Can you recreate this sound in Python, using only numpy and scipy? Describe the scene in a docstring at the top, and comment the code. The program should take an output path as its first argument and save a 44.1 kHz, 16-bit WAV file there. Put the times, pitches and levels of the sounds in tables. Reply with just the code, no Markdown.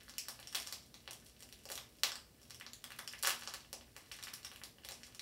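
"""In a small furnished room, fingers work at the seam of a small plastic snack wrapper.
Creases in the film buckle one by one: each snap is a short ring, a low thud and a bright tick.
Finer crackle, made of tiny random clicks through ringing filters, fills the gaps between them.
Single echoes and a short noise tail answer the wrapper, over a low hum and faint steady hiss."""
import sys
import numpy as np
from scipy import signal
from scipy.fft import rfft, irfft
from scipy.io import wavfile

SR = 44100
rng = np.random.default_rng(int(sys.argv[2]) if len(sys.argv) > 2 else 0)


def put_to_file(sound):
    """Save the sound as 16-bit audio at rate SR, in the file named by the first command-line argument."""
    columns = np.atleast_2d(sound).T  # one column per channel
    safe = np.clip(columns, -1, 1)
    whole_steps = np.round(safe * 32767)
    wavfile.write(sys.argv[1], SR, whole_steps.astype(np.int16))


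N = 230025   # length in samples


def from_db(db):
    """Decibels to gain."""
    return 10 ** (np.asarray(db) / 20)


def rms_one(x):
    """Scale to rms 1."""
    return x / np.sqrt(np.mean(x ** 2) + 1e-20)


def like_energy(rows, model):
    """Scale each row to the energy of the matching row of model."""
    wanted = np.sum(model ** 2, axis=1, keepdims=True)
    present = np.sum(rows ** 2, axis=1, keepdims=True)
    return rows * np.sqrt(wanted / present)


def at_hz(points, hz, column=1):
    """Read a column of a table on a log-frequency axis."""
    points = np.array(points)
    return np.interp(np.log(np.maximum(hz, 1)), np.log(points[:, 0]), points[:, column])


def coloured(x, spectrum):
    """Filter x by a curve of gain in dB against frequency."""
    hz = np.arange(len(x) // 2 + 1) * SR / len(x)
    return irfft(rfft(x) * from_db(at_hz(spectrum, hz)), len(x))


def butter(x, hz, kind):
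    """Butterworth filter of design order 2 along the last axis."""
    return signal.sosfilt(signal.butter(2, hz, kind, fs=SR, output="sos"), x)


def resonate(x, hz, r):
    """Two-pole resonator at hz; its ringing shrinks by the factor r every sample."""
    return signal.lfilter([1, 0, -1], [1, -2 * r * np.cos(2 * np.pi * hz / SR), r * r], x)


def wavelet(t, hz, cycles):
    """A vibration that swells and dies within a few cycles; envelope peak 1."""
    swell = np.e * t * hz / np.maximum(cycles, .7)
    return swell * np.exp(1 - swell) * np.sin(2 * np.pi * hz * t)


# spectrum of the steady hiss, relative: f/Hz, level/dB (per Hz)
HISS_SPECTRUM = [(22, -40), (48, -1.5), (100, -4.5), (280, -7.5), (650, -14), (900, -22.5), (1700, -25),
                 (3500, -24), (5900, -23), (6500, -27.5), (8000, -25), (16000, -26.5)]
HISS_DB = -65.5   # overall rms
# lines of the appliance hum: f/Hz, width/Hz, level/dB (rms)
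HUM_LINES = [(64.5, 14, -73.5), (119.3, 5.1, -74.5), (237.5, 5.8, -74.5)]


def room_tone():
    """Broad steady noise plus an appliance's wavering lines, each noise through a narrow resonance."""
    out = from_db(HISS_DB) * rms_one(coloured(rng.standard_normal(N), HISS_SPECTRUM))
    for hz, width, level_db in HUM_LINES:
        line = resonate(rng.standard_normal(N + SR), hz, np.exp(-np.pi * width / SR))
        out += from_db(level_db) * rms_one(line[SR:])   # skip the first second, while the resonance builds
    return out


# diffuse room tail: f/Hz, level/dB (starting gain), t60/s
TAIL_BANDS = [(404, -17.5, 0.29), (960, -27.5, 0.32), (2500, -26.5, 0.28), (5000, -27, 0.29),
              (9660, -24.5, 0.24), (14700, -33, 0.27)]


def room_tail():
    """Response of the diffuse room: noise that builds quickly and dies band by band."""
    t = np.arange(SR // 2) / SR
    build = 1 - np.exp(-t / 0.00035)
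    edges = 200 * 2 ** np.arange(0, 7, .5)   # half-octave bands, Hz
    white = rng.standard_normal((2, len(t)))
    out = 0
    for k, (low, high) in enumerate(zip(edges, edges[1:])):
        hz = np.sqrt(low * high)
        decay = from_db(at_hz(TAIL_BANDS, hz) - 60 * t / at_hz(TAIL_BANDS, hz, column=2))
        out = out + butter(white[k % 2], [low, high], "band") * decay * build   # neighbours differ in noise
    return out


# nearby surfaces: t/s (delay), level/dB (re direct sound), f/Hz (thinned below)
SURFACES = [(.0007, -7, 400), (.0042, -13, 5000), (.0061, -13, 600), (.0103, -15, 500), (.0114, -17, 500),
            (.014, -18, 900), (.021, -18, 500), (.0225, -18, 1500)]


def early_sound():
    """Response of the direct path and the single echoes, each thinned in the lows by its surface."""
    steps = np.arange(SR // 20)
    out = 1.0 * (steps == 0)
    for delay, level_db, thin_hz in SURFACES:
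        out += from_db(level_db) * butter(1.0 * (steps == round(delay * SR)), thin_hz, "high")
    return out


# base level of the fine crackle while the fingers pull: t/s, level/dB
PULL_LEVEL = [(0.0, -58), (0.12, -67), (0.4, -58), (0.65, -53.5), (0.8, -68.5), (1.291, -68), (1.65, -68.5),
              (1.82, -65), (2.09, -71), (2.69, -76.5), (3.43, -56), (3.53, -56), (3.78, -78.5),
              (4.01, -59.5), (4.46, -61.5), (4.7, -73), (5.06, -55), (5.22, -83.5)]
CRACKLE_PER_S, CRACKLE_SPREAD_DB = 760, 6.5   # mean rate, mean of the random boost before its limit
CRACKLE_LOW_HZ, CRACKLE_HIGH_HZ = 434, 12400
CRACKLE_TILT_DB = 0.73   # per octave, towards the low pitches


def crackle():
    """Tiny creases give way at random, each ringing down 60 dB in about three cycles."""
    level_db = np.interp(np.arange(N) / SR, *np.transpose(PULL_LEVEL))
    boost_db = CRACKLE_SPREAD_DB * np.minimum(rng.exponential(1, N), 4)
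    sizes = from_db(boost_db) * rng.choice([-1, 1], N)
    born = rng.random(N) < CRACKLE_PER_S / SR
    dealt = rng.integers(0, 16, N)   # which of 16 pitches each crease gets
    out = np.zeros(N)
    for k, hz in enumerate(np.geomspace(CRACKLE_LOW_HZ, CRACKLE_HIGH_HZ, num=16)):
        r = from_db(-60 * hz / (3.0 * SR))
        tilt_db = CRACKLE_TILT_DB * np.log2(4000 / hz)
        clicks = sizes * born * (dealt == k) * from_db(level_db + tilt_db)
        out += resonate(clicks + 1e-18, hz, r) * (1 - r)
    return out


# creases buckling: t/s, ring level/dB, ring f/Hz, ring length/cycles,
# thud level/dB (gain re ring gain), tick level/dB (gain re ring gain)
BUCKLES = [(.009, -52, 3490, 1.57, -10.5, 1), (0.0816, -54, 3170, 1.5, 5.5, 0),
           (.088, -49.5, 8900, 3.8, -7, 9), (0.0956, -42.5, 5000, 1.2, -11, 4),
           (0.1382, -52.5, 4300, 3.1, 0, -3), (0.1822, -33.5, 5320, 3.1, -19, 14.5),
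           (0.2843, -38, 7800, 5, -0.5, 16.5), (0.3916, -54.5, 2420, 3, 11.5, 3),
           (0.4729, -41, 5430, 3.4, -11, 0), (0.5274, -47.5, 5400, 3.5, -1, 12),
           (.5479, -32.5, 2740, 1, -2.5, 13.5), (0.5507, -35.5, 3470, 3.8, -4, 0),
           (0.5536, -32.5, 4770, 2.1, -22, 13), (0.5707, -36, 3440, 0.84, -9, -1.5),
           (0.6002, -45.5, 5260, 4.2, -4, 19.5), (0.6667, -47, 5340, 4.9, -2, 1),
           (0.6726, -36.5, 5400, 1.37, -8, 5), (.7253, -32.5, 4460, 1.4, -9, 10),
           (.9423, -46, 3820, 2.3, -3, 8.5), (1.077, -37, 2700, 0.8, -3, -17),
           (1.1095, -43.5, 5860, 2.1, 0, 14), (1.1325, -49.5, 3140, 1.3, -19, 18.5),
           (1.2642, -61.5, 7800, 1.6, -26, 23), (1.4058, -52, 3220, 1.1, -16, 15),
           (1.4246, -49.5, 7160, 2.4, 0, 15), (1.431, -48.5, 4940, 1.7, -8, 8),
           (1.49, -54, 3000, 0.78, -11, 14), (1.5257, -47, 3930, 1.84, -7.5, 13.5),
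           (1.6545, -45.5, 5000, 2.3, 5, 9.5), (1.6895, -47, 2500, 1.6, -18, 14),
           (1.701, -43.5, 1180, 0.63, 7.5, 17.5), (1.717, -38.5, 6700, 4, -18, 14),
           (1.7221, -42.5, 8060, 6.8, 0, 14), (1.748, -51, 7600, 4.7, -16, 9),
           (1.7553, -44.5, 5630, 3.4, -11, 19.5), (1.7771, -39, 3560, 2.7, -0.5, 7.5),
           (1.986, -60, 4850, 3.7, -14, 0), (2.0347, -17.5, 3760, 1.07, -12, 1.5),
           (2.0729, -42, 3320, 1.1, -6, 15), (2.093, -41, 3060, 1.7, -10, 3), (2.119, -38, 5040, 3.1, 0, 1),
           (2.1558, -43.5, 4700, 4.2, -0.5, 12), (2.185, -55, 4970, 4.4, 1, 1),
           (2.417, -58, 5240, 3.4, -3, 11), (2.431, -61.5, 5260, 3.5, -8, 20.5),
           (2.499, -58, 5250, 1.9, -2, 18), (2.5068, -39, 4500, 0.89, -12, 3.5),
           (2.5457, -48.5, 5560, 3.9, -10, 11.5), (2.5995, -47, 8000, 4.4, -9, 8),
           (2.611, -44, 1950, 1.6, -5.5, -18), (2.665, -40, 3900, 1.37, -6, -14),
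           (2.7335, -40, 6940, 4.1, -29, -9), (2.8411, -46, 3400, 4.1, 3.5, 19.5),
           (2.905, -48.5, 1900, 1.2, 0.5, 12), (2.9193, -47.5, 2530, 2.7, -1, 11),
           (2.963, -56.5, 2220, 1.8, -8, 18), (2.988, -52, 3600, 6.4, 5, 23.5),
           (2.9911, -43, 3350, 2.5, 6.5, 14), (3.0765, -39.5, 5200, 5.3, -6, 11.5),
           (3.1275, -53.5, 5900, 2.4, -23, 20), (3.1354, -43, 1800, 1.4, -9.5, -21),
           (3.154, -51, 2680, 0.89, -16, -15), (3.1833, -52, 4950, 2.1, -20, 9),
           (3.19, -54, 3030, 0.99, -26, 20.5), (3.2271, -43, 5840, 2.5, -18, 25),
           (3.2342, -27.5, 3880, .7, -3.5, 12.5), (3.2484, -26.5, 2970, 0.88, -4, 2),
           (3.2547, -31.5, 5230, 3.8, -2.5, -3), (3.2648, -32, 6000, 3.6, -17, 8),
           (3.2727, -29, 1420, 0.29, 0, 18.5), (3.2781, -35, 2800, 0.86, 1, -6),
           (3.2942, -31, 2800, 1.2, -7, 11), (3.3051, -32, 2640, 1.8, -7, 13),
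           (3.4225, -43.5, 2400, 1, 0.5, -9), (3.435, -44, 4350, 2, -9, 8),
           (3.4749, -31.5, 4860, 1.4, -3.5, -3), (3.5385, -42, 4540, 3.8, 3, 15),
           (3.5439, -34, 4900, .77, -13, -13), (3.6491, -58, 2780, 1.8, 3, -10),
           (3.7298, -35.5, 5660, 1.5, -2, 8.5), (3.8106, -50.5, 2530, 1, 0, -12),
           (3.9649, -47, 1860, 1.2, 2, 14.5), (4.041, -63, 2950, 1, 8, -7),
           (4.1153, -41.5, 2270, 1.3, -12, -8), (4.1188, -40, 5000, 1.9, -20, 6),
           (4.1895, -56.5, 1800, 1.9, 8, -11), (4.2109, -56, 3720, 1.3, 5, -3),
           (4.2267, -45, 3760, 4.9, -4, 14), (4.2375, -40, 5080, 2.4, -7, 13),
           (4.2709, -48, 1920, 1.9, 5, -5), (4.283, -46, 2370, 1.7, -11, 5),
           (4.3346, -54, 5260, 4.9, 7, 23.5), (4.338, -50, 5750, .83, -23, 25),
           (4.431, -48, 4310, 1.4, -10, -4), (4.4477, -40, 5400, 3, -4, -1),
           (4.4502, -46, 5500, 4.8, -17, 16.5), (4.4677, -50.5, 3660, 3.9, -5, 2),
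           (4.5157, -46, 2570, 1.1, -1, 9), (4.5603, -47, 2600, 1.4, -14, 10.5),
           (4.616, -48.5, 1780, 0.99, -1, -14), (4.6365, -38, 3800, 1.14, -11, 11.5),
           (4.784, -61, 2980, 4.5, 7.5, -9), (4.8355, -60, 2815, 3.9, -8, -15),
           (4.8484, -42.5, 3320, 2.1, -1.5, 12.5), (4.8878, -39.5, 4000, 2.4, -3, 11),
           (4.9099, -45, 7400, 4, 3.5, 7), (4.9203, -40.5, 5340, 2.2, -21, 3),
           (5.0335, -40, 5000, 1.2, -21, -11), (5.0806, -65, 4800, 2.5, 11.5, -3),
           (5.1481, -46, 5540, 2, -7, 6), (5.1946, -39, 3940, 2.6, -13.5, 7.5)]
# pitch of the thuds, lower in some moments and higher in others, sometimes changing abruptly,
# probably with the size of the air pocket: t/s, f/Hz
THUD_PITCH = [(0, 1310), (.4, 690), (.7, 1050), (1.08, 780), (1.7, 523), (1.78, 1080), (2.9, 1110),
              (3.54, 1020), (3.73, 620), (4.33, 1190), (4.9, 630), (5.2, 1090)]
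THUD_CYCLES, BESIDE_DB = 0.64, -4   # thud length; gain of the panels alongside, re the main panel
TICK_HZ, TICK_S = 5000, .0006       # high-pass corner; decay time of the tick's noise


def snaps():
    """Each buckle is a brief ring of the film panel, a low thud of pushed air and a bright tick."""
    s, ring_db, hz, cycles, thud_db, tick_db = np.transpose(BUCKLES)[:, :, None]
    t = np.arange(384) / SR
    chance = rng.standard_normal((len(BUCKLES), 2, len(t)))

    clean = wavelet(t, hz, cycles)
    # pitch ratios of the panels alongside
    larger, smaller = rng.uniform([.5, 1.4], [.7, 1.9], (len(BUCKLES), 2)).T[:, :, None]
    beside = wavelet(t, hz * larger, cycles * larger) - wavelet(t, hz * smaller, cycles * smaller)
    rough = 1 + .4 * chance[:, 0]
    ring = like_energy((clean + from_db(BESIDE_DB) * beside) * rough, clean)

    thud_hz = np.interp(s, *np.transpose(THUD_PITCH))
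    thud = butter(wavelet(t, thud_hz, THUD_CYCLES), 134, "high")

    jolt = 1.0 * (t == t[4])   # one clean jolt amid the ragged settling of the crease
    settling = .3 * chance[:, 1] * np.exp(-t / TICK_S)
    tick = like_energy(butter(jolt + settling, TICK_HZ, "high"), jolt[None])

    shapes = from_db(ring_db) * (ring + from_db(thud_db) * thud + from_db(tick_db) * tick)
    out = np.zeros(N + len(t))
    np.add.at(out, np.round(s * SR).astype(int) + np.arange(len(t)), shapes)
    return out[:N]


# microphone colour on the wrapper and its room sound: f/Hz, level/dB (gain)
MIC_COLOUR = [(300, -17), (2000, 9.5), (5900, 7.5), (6500, 1.5), (7800, 4), (15000, 0.5)]


def scene():
    """The wrapper heard through the room and the microphone's colour, over the room tone."""
    fine = crackle()
    wrapper = signal.fftconvolve(snaps() + fine, early_sound())[:N]
    for direction in range(3):   # crumpled film sends each snap with another fine colour in every direction
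        wrapper += signal.fftconvolve(snaps() + fine, room_tail())[:N] / np.sqrt(3)
    return (coloured(wrapper, MIC_COLOUR) + room_tone())[None]


CUTOFF_HZ = 15750


def record(dry):
    """The top is cut steeply by an elliptic low-pass."""
    return signal.sosfilt(signal.ellip(12, .5, 70, CUTOFF_HZ, fs=SR, output="sos"), dry)


dry = scene()
out = record(dry)
put_to_file(out)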